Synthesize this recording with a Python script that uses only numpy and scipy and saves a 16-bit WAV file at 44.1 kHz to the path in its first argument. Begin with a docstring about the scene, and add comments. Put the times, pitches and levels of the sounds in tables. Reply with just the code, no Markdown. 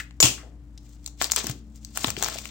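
"""A small room with a low hum: a ring binder snaps shut on a table, then hands turn stiff plastic sleeves.
The steel ring sings on two sine tones, clacks in decaying noise and clatters in random ticks.
Board modes thump as damped sines; knocks and scuffs are decaying noise bands.
Creases pop as volleys of noise with ringing bands; the sleeves rustle in random clicks over hiss.
Hum lines waver over shaped noise, and sparse echoes make the room."""
import sys
import numpy as np
from scipy import signal
from scipy.io import wavfile
from scipy.ndimage import uniform_filter1d

SR = 44100
rng = np.random.default_rng(int(sys.argv[2]) if len(sys.argv) > 2 else 0)


def to_wav(sig):
    """Store sig (one row per channel, or 1-D mono) as 16-bit WAV at the path in sys.argv[1].

    Samples outside -1..1 are clipped; the rate is SR.
    """
    pcm = np.clip(np.atleast_2d(sig), -1, 1) * 32767
    pcm = np.round(pcm).astype(np.int16)
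    wavfile.write(sys.argv[1], SR, pcm.T)  # frames by channels


def gain_from_decibels(decibels):
    """Convert decibel values to linear amplitude factors."""
    exponent = np.asarray(decibels, float) / 20
    return 10 ** exponent


N = 110250  # samples, 2.5 s


def evened(x):
    """Power normalisation: scale to rms 1."""
    return x / np.sqrt(np.mean(x ** 2) + 1e-20)


def peaked(x):
    """Peak normalisation: scale to peak 1."""
    return x / (abs(x).max() + 1e-12)


def read(points, hz):
    """Logarithmic frequency scale: interpolate a spectrum along it."""
    f, value = np.transpose(points)
    return np.interp(np.log(hz + 1), np.log(f + 1), value)


def band(x, lo_hz, hi_hz):
    """Band-pass filtering, with the upper edge kept below half the sample rate."""
    sos = signal.butter(2, [lo_hz, min(hi_hz, 0.48 * SR)], "band", fs=SR, output="sos")
    return signal.sosfilt(sos, x)


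def left_right(db):
    """Level difference between channels: raise the left by db and lower the right by db."""
    return gain_from_decibels(np.array([[db], [-db]]))


def add(mix, s, sound, pan_db, lag=0):
    """Interaural-style cues: the left is pan_db louder than the right and lag samples later."""
    start = round(s * SR)
    for side, at, db in zip(mix, (start + lag, start), (pan_db / 2, -pan_db / 2)):
        part = side[max(at, 0):][:len(sound)]
        part += sound[:len(part)] * gain_from_decibels(db)


def tone(hz, db, width_hz):
    """Frequency modulation: a sine of rms level db wavers slowly in pitch."""
    drift = evened(uniform_filter1d(rng.standard_normal(N), 8000))
    cycles = np.cumsum(hz + 0.32 * width_hz * drift) / SR + rng.random()
    return np.sqrt(2) * gain_from_decibels(db) * np.sin(2 * np.pi * cycles)


# steady hum lines: (frequency [Hz], rms level [dB], width of waver [Hz])
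HUM_LINES = [(58.2, -46, 4.2), (71.5, -65, 6.3), (121, -58.5, 1.5), (294.5, -60, 3)]
# one line that sets in and stays: (frequency [Hz], rms level [dB], width of waver [Hz])
LATE_LINE = (220, -55, 3)
# spectrum shape of rumble and hiss: (frequency [Hz], relative level per Hz [dB])
FLOOR_SHAPE = [(20, -28), (60, -6), (200, -11.5), (297, -15.5), (372, -25.5), (15200, -57.5)]
# left-right likeness of that noise: (frequency [Hz], correlation [0 to 1])
LIKENESS = [(60, 1), (300, 0.97), (2000, 0.092)]


def background():
    """Partial coherence: room rumble is alike in both channels, hiss is not; hum lines lie on top."""
    late_s, rise_s, floor_db = 1.26, 0.095, -54
    hz = np.fft.rfftfreq(2048, 1 / SR)
    a, b, c, d = rng.standard_normal((N // 512 + 5, 1025, 4)).T
    left, other = a + 1j * b, c + 1j * d
    same = np.clip(read(LIKENESS, hz), -1, 1)[:, None]
    right = same * left + np.sqrt(1 - same ** 2) * other
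    spectra = np.array([left, right]) * gain_from_decibels(read(FLOOR_SHAPE, hz))[:, None]
    noise = signal.istft(spectra, nperseg=2048, noverlap=1536)[1][:, :N]
    floor = gain_from_decibels(floor_db) * evened(noise)
    late = tone(*LATE_LINE) * np.clip((np.arange(N) / SR - late_s) / rise_s, 0, 1)
    hum = sum(tone(*row) for row in HUM_LINES)
    return (floor + late + hum) * left_right(2.2)


# sliding sleeves, level before colouring: (time [s], level [dB])
RUSTLE_LEVEL = [(0, -51.5), (0.077, -82.5), (.72, -86), (0.8, -79), (0.868, -68.5), (0.948, -73),
                (1.019, -78), (1.08, -57.5), (1.14, -110), (1.19, -63), (1.217, -39), (1.261, -47),
                (1.288, -58), (1.356, -58.5), (1.366, -37.5), (1.429, -49), (1.511, -48.5), (1.545, -73.5),
                (1.58, -68.5), (1.62, -84), (1.735, -79), (1.76, -63), (1.8, -81), (1.829, -66.5),
                (1.92, -67.5), (1.964, -48), (2.078, -43.5), (2.148, -61), (2.19, -49.5), (2.248, -42.5),
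                (2.34, -48), (2.429, -55)]
# bright, middling and dull grains:
# (from [Hz], to [Hz], level share at -50 dB [dB], extra per dB of level above that [dB])
RUSTLE_BANDS = [(4600, 18600, 0, 0), (1900, 4620, -3, 0.1931), (237, 1750, -3.5, 0.2564)]


def rustle():
    """Random-impulse noise: clumped tiny clicks over sliding hiss; louder means fuller."""
    grains_per_s, spread_db, hiss_share = 1200, 4, 0.45
    clump = np.exp(0.65 * evened(uniform_filter1d(rng.standard_normal((3, N)), 500)))
    size = gain_from_decibels(spread_db * np.minimum(rng.exponential(1, (3, N)), 3)) * rng.standard_normal((3, N))
    grains = evened(size * (rng.random((3, N)) < clump * grains_per_s / SR))
    hiss = np.sqrt(clump[:, None]) * rng.standard_normal((3, 2, N))  # differs left and right
    kinds = hiss_share * hiss + (1 - hiss_share) * grains[:, None]
    level = np.interp(np.arange(N) / SR, *np.transpose(RUSTLE_LEVEL))
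    mix = np.zeros((2, N))
    for x, (lo, hi, db, fuller) in zip(kinds, RUSTLE_BANDS):
        mix += gain_from_decibels(db + fuller * (level + 50)) * evened(band(x, lo, hi))
    return gain_from_decibels(level) * left_right(3.5) * mix


# dull knocks and scuffs of hands, board and fingernails:
# (time [s], starting level [dB], centre [Hz], 60 dB decay time [s])
SCUFF_EVENTS = [(0, -28.5, 1890, 0.046), (.228, -30, 254, 0.38), (0.377, -48.5, 1500, 0.28),
                (0.43, -52, 521, 0.43), (0.7765, -41, 4600, 0.023), (1.44, -37, 252, 0.47),
                (2.069, -38, 129, 0.95)]


def scuffs():
    """Exponential decay: band noise starts at once and dies away, ending after 0.27 s at most."""
    out, t = np.zeros((2, N)), np.arange(12000) / SR
    noises = rng.standard_normal((len(SCUFF_EVENTS), len(t)))
    for (s, db, hz, t60), noise in zip(SCUFF_EVENTS, noises):
        add(out, s, gain_from_decibels(db - 60 * t / t60) * evened(band(noise, hz / 1.5, hz * 1.38)), 5)
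    return out


# plastic creases popping, before colouring: (time [s], treble peak [dB], body relative to treble [dB])
CREASES = [(0.1092, -70.5, 26.5), (1.0445, -41, -20), (1.0626, -21, -18), (1.0768, -23, -12),
           (1.215, -11, -1.5), (1.2225, -11.5, -10), (1.2367, -23, -37), (1.2436, -11, -17),
           (1.254, -24, -25.5), (1.3005, -30.5, 5), (1.313, -18.5, -35), (1.3194, -5.5, -15),
           (1.3355, -41, 13.5), (1.3626, -5, -13.5), (1.4441, -20.5, -6), (1.4695, -16, -8.5),
           (1.4975, -19.5, -8.5), (1.5125, -25, -10), (1.8489, -27, -25), (1.9742, -10.5, -8),
           (2.0448, -13, 3.5), (2.083, -18.5, -2.5), (2.104, -14.5, -9.5), (2.1672, -27.5, 4),
           (2.2262, -6.5, -6), (2.237, -15, -17), (2.2455, -13, -18), (2.262, -20, -1), (2.268, -20, -15),
           (2.2855, -17, -5.5), (2.323, -30, -16), (2.387, -34.5, 9), (2.4558, -24, -1.5)]
# treble, then body of a pop: (from [Hz], to [Hz], 60 dB decay time [s])
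CREASE_BANDS = [(3264, 33000, 0.0017), (749, 3810, 0.0096)]


def pops():
    """Snap-through buckling: a volley of clicks builds to a snap and dies; treble and body ring out."""
    volley_s, ring_share = 0.00056, 0.59
    out, t = np.zeros((2, N)), np.arange(-200, 1300) / SR  # the snap is at t = 0
    draws = rng.standard_normal((len(CREASES), 2, len(t)))
    lags = rng.integers(-8, 6, len(CREASES))
    for (s, db, body_db), (a, b), lag in zip(CREASES, draws, lags):
        clicks = a * np.exp(0.75 * b)
        volley = (clicks + 5 * (t == 0)) * np.exp(-abs(t) / volley_s)
        parts = []
        for lo, hi, t60 in CREASE_BANDS:
            ringing = ring_share * b * (t > 0) * gain_from_decibels(-60 * t / t60)
            parts.append(peaked(band(volley + ringing, lo, hi)))
        treble, body = parts
        sound = gain_from_decibels(db) * (treble + gain_from_decibels(body_db) * body)
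        add(out, s + t[0], sound, 4.5 + 2.34 * s, lag)  # later pops lie further left
    return out


# modes of table and binder board: (time [s], level [dB], frequency [Hz], 60 dB decay time [s])
BOARD_MODES = [(.2022, -9.5, 524, 0.01), (0.236, -18.5, 121, 0.2), (0.229, -25.5, 81.5, 0.2),
               (1.211, -32.5, 226, 0.044), (1.496, -20.5, 123.7, 0.08), (2.045, -13, 268, 0.019),
               (2.176, -18.5, 357, 0.017), (2.357, -18, 610, 0.011)]


def thumps():
    """Damped modal vibration: low board modes with a soft start."""
    rise_s = 0.0014
    out, t = np.zeros((2, N)), np.arange(15000) / SR
    for s, db, hz, t60 in BOARD_MODES:
        envelope = (1 - np.exp(-t / rise_s)) * gain_from_decibels(db - 60 * t / t60)
        add(out, s, envelope * np.sin(2 * np.pi * hz * t), 4)
    return out


# tones of the sprung ring, before colouring: (frequency [Hz], peak level [dB])
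RING_TONES = [(7015, -26), (13990, -30.5)]
# clacks of the steel, before colouring: (time [s], peak level [dB])
RING_CLACKS = [(0.2027, -9), (0.2265, -11.5)]


def ring():
    """Free vibration ended by impact: the released ring sings until steel meets steel and clatters."""
    release_s, meet_s, sing_fade_db = 0.2025, 0.2262, -0.5
    crack_t60_s = 0.043
    rattle_db, rattle_t60_s, rattles_per_s = -17.5, 0.24, 5500
    rattle_hz, rattle_peak_db = 2720, -8.5  # resonance within the clatter
    out, t = np.zeros((2, N)), np.arange(12000) / SR

    u = np.arange(0, meet_s - release_s, 1 / SR)
    edges = np.minimum(1, np.minimum(u / 0.0033, (u[-1] - u) / 0.002))
    fade = edges * gain_from_decibels(sing_fade_db * u / u[-1])
    tones = sum(gain_from_decibels(db) * np.sin(2 * np.pi * hz * u) for hz, db in RING_TONES)
    add(out, release_s, fade * tones, 6.5)

    cracks = rng.standard_normal((len(RING_CLACKS), len(t)))
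    for (s, db), crack in zip(RING_CLACKS, cracks):
        clack = peaked(band(crack * gain_from_decibels(-60 * t / crack_t60_s), 330, 18000))
        add(out, s, gain_from_decibels(db) * clack, 6, lag=-7)

    hits = rng.random(len(t)) < rattles_per_s / SR
    ticks = rng.standard_normal((2, len(t))) * (0.2 + hits * 3)
    resonance = evened(band(ticks, 0.81 * rattle_hz, 1.256 * rattle_hz))
    clatter = evened(band(ticks, 320, 15000)) + gain_from_decibels(rattle_peak_db) * resonance
    decay = gain_from_decibels(rattle_db - 60 * t / rattle_t60_s) * left_right(2.5)
    out[:, round(meet_s * SR):][:, :len(t)] += clatter * decay
    return out


# response of sleeves and microphone ports: (frequency [Hz], relative gain [dB])
PORT_RESPONSE = [(150, -19.5), (350, -4), (1900, -6), (7600, 4.5), (9200, -5.5), (10600, -21), (15000, -6),
                 (16500, -4)]


def colour(x):
    """Minimum-phase filtering: causal colour of sleeves and microphone ports, raised by 8.5 dB."""
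    log_gain = np.log(gain_from_decibels(read(PORT_RESPONSE, abs(np.fft.fftfreq(4096, 1 / SR)))))
    phase = -signal.hilbert(log_gain).imag
    taps = np.fft.ifft(np.exp(log_gain + 1j * phase)).real[:2048]
    return signal.fftconvolve(x, taps[None] * gain_from_decibels(8.5), axes=1)[:, :N]


# reverberation: (frequency [Hz], 60 dB decay time [s])
ROOM_DECAY = [(4000, 0.31), (12000, 0.23)]


def room(x):
    """Reverberation: early taps off the table, then sparse taps dying band by band."""
    tail_db, early_db, left_db = -11, -12.5, 3  # tail and early taps before the left-right tilt
    taps = np.zeros((2, SR // 2))
    jitter = rng.integers(0, 20, (2, (SR // 2 - 301) // 20))
    at = np.arange(300, SR // 2 - 20, 20) + jitter
    np.put_along_axis(taps, at, rng.choice([-1., 1.], at.shape), 1)
    hz, t, z = signal.stft(taps, SR, nperseg=256)
    decay = gain_from_decibels(-60 * t / read(ROOM_DECAY, hz)[:, None])
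    tail = signal.istft(z * decay, SR, nperseg=256)[1]
    tail *= gain_from_decibels(tail_db) / np.linalg.norm(tail[0])
    early = gain_from_decibels(early_db) * rng.uniform(-0.88, 1, (2, 5))
    np.put_along_axis(tail, rng.integers(30, 300, (2, 5)), early, 1)
    return signal.fftconvolve(x.mean(0)[None], tail * left_right(left_db), axes=1)[:, :N]


def scene():
    """Superposition: coloured sleeves and ring, uncoloured thumps and scuffs, their echoes, background."""
    near = colour(pops() + rustle() + ring())
    low = thumps() + scuffs()
    echoes = room(band(near + low, 280, 17000))
    return near + low + echoes + background()


def top_cut(x):
    """Nothing passes above the cut-off."""
    return signal.sosfilt(signal.butter(12, 16950, fs=SR, output="sos"), x)


def record(dry):
    """Clipping and band limitation: full scale bounds the peaks, a low-pass at 16 kHz the treble."""
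    low_pass = signal.firwin(511, 16000, window=("kaiser", 8), fs=SR)
    mix = signal.oaconvolve(np.clip(dry, -1, 1), low_pass[None], "same")
    return top_cut(mix)


dry = scene()
out = record(dry)
to_wav(out)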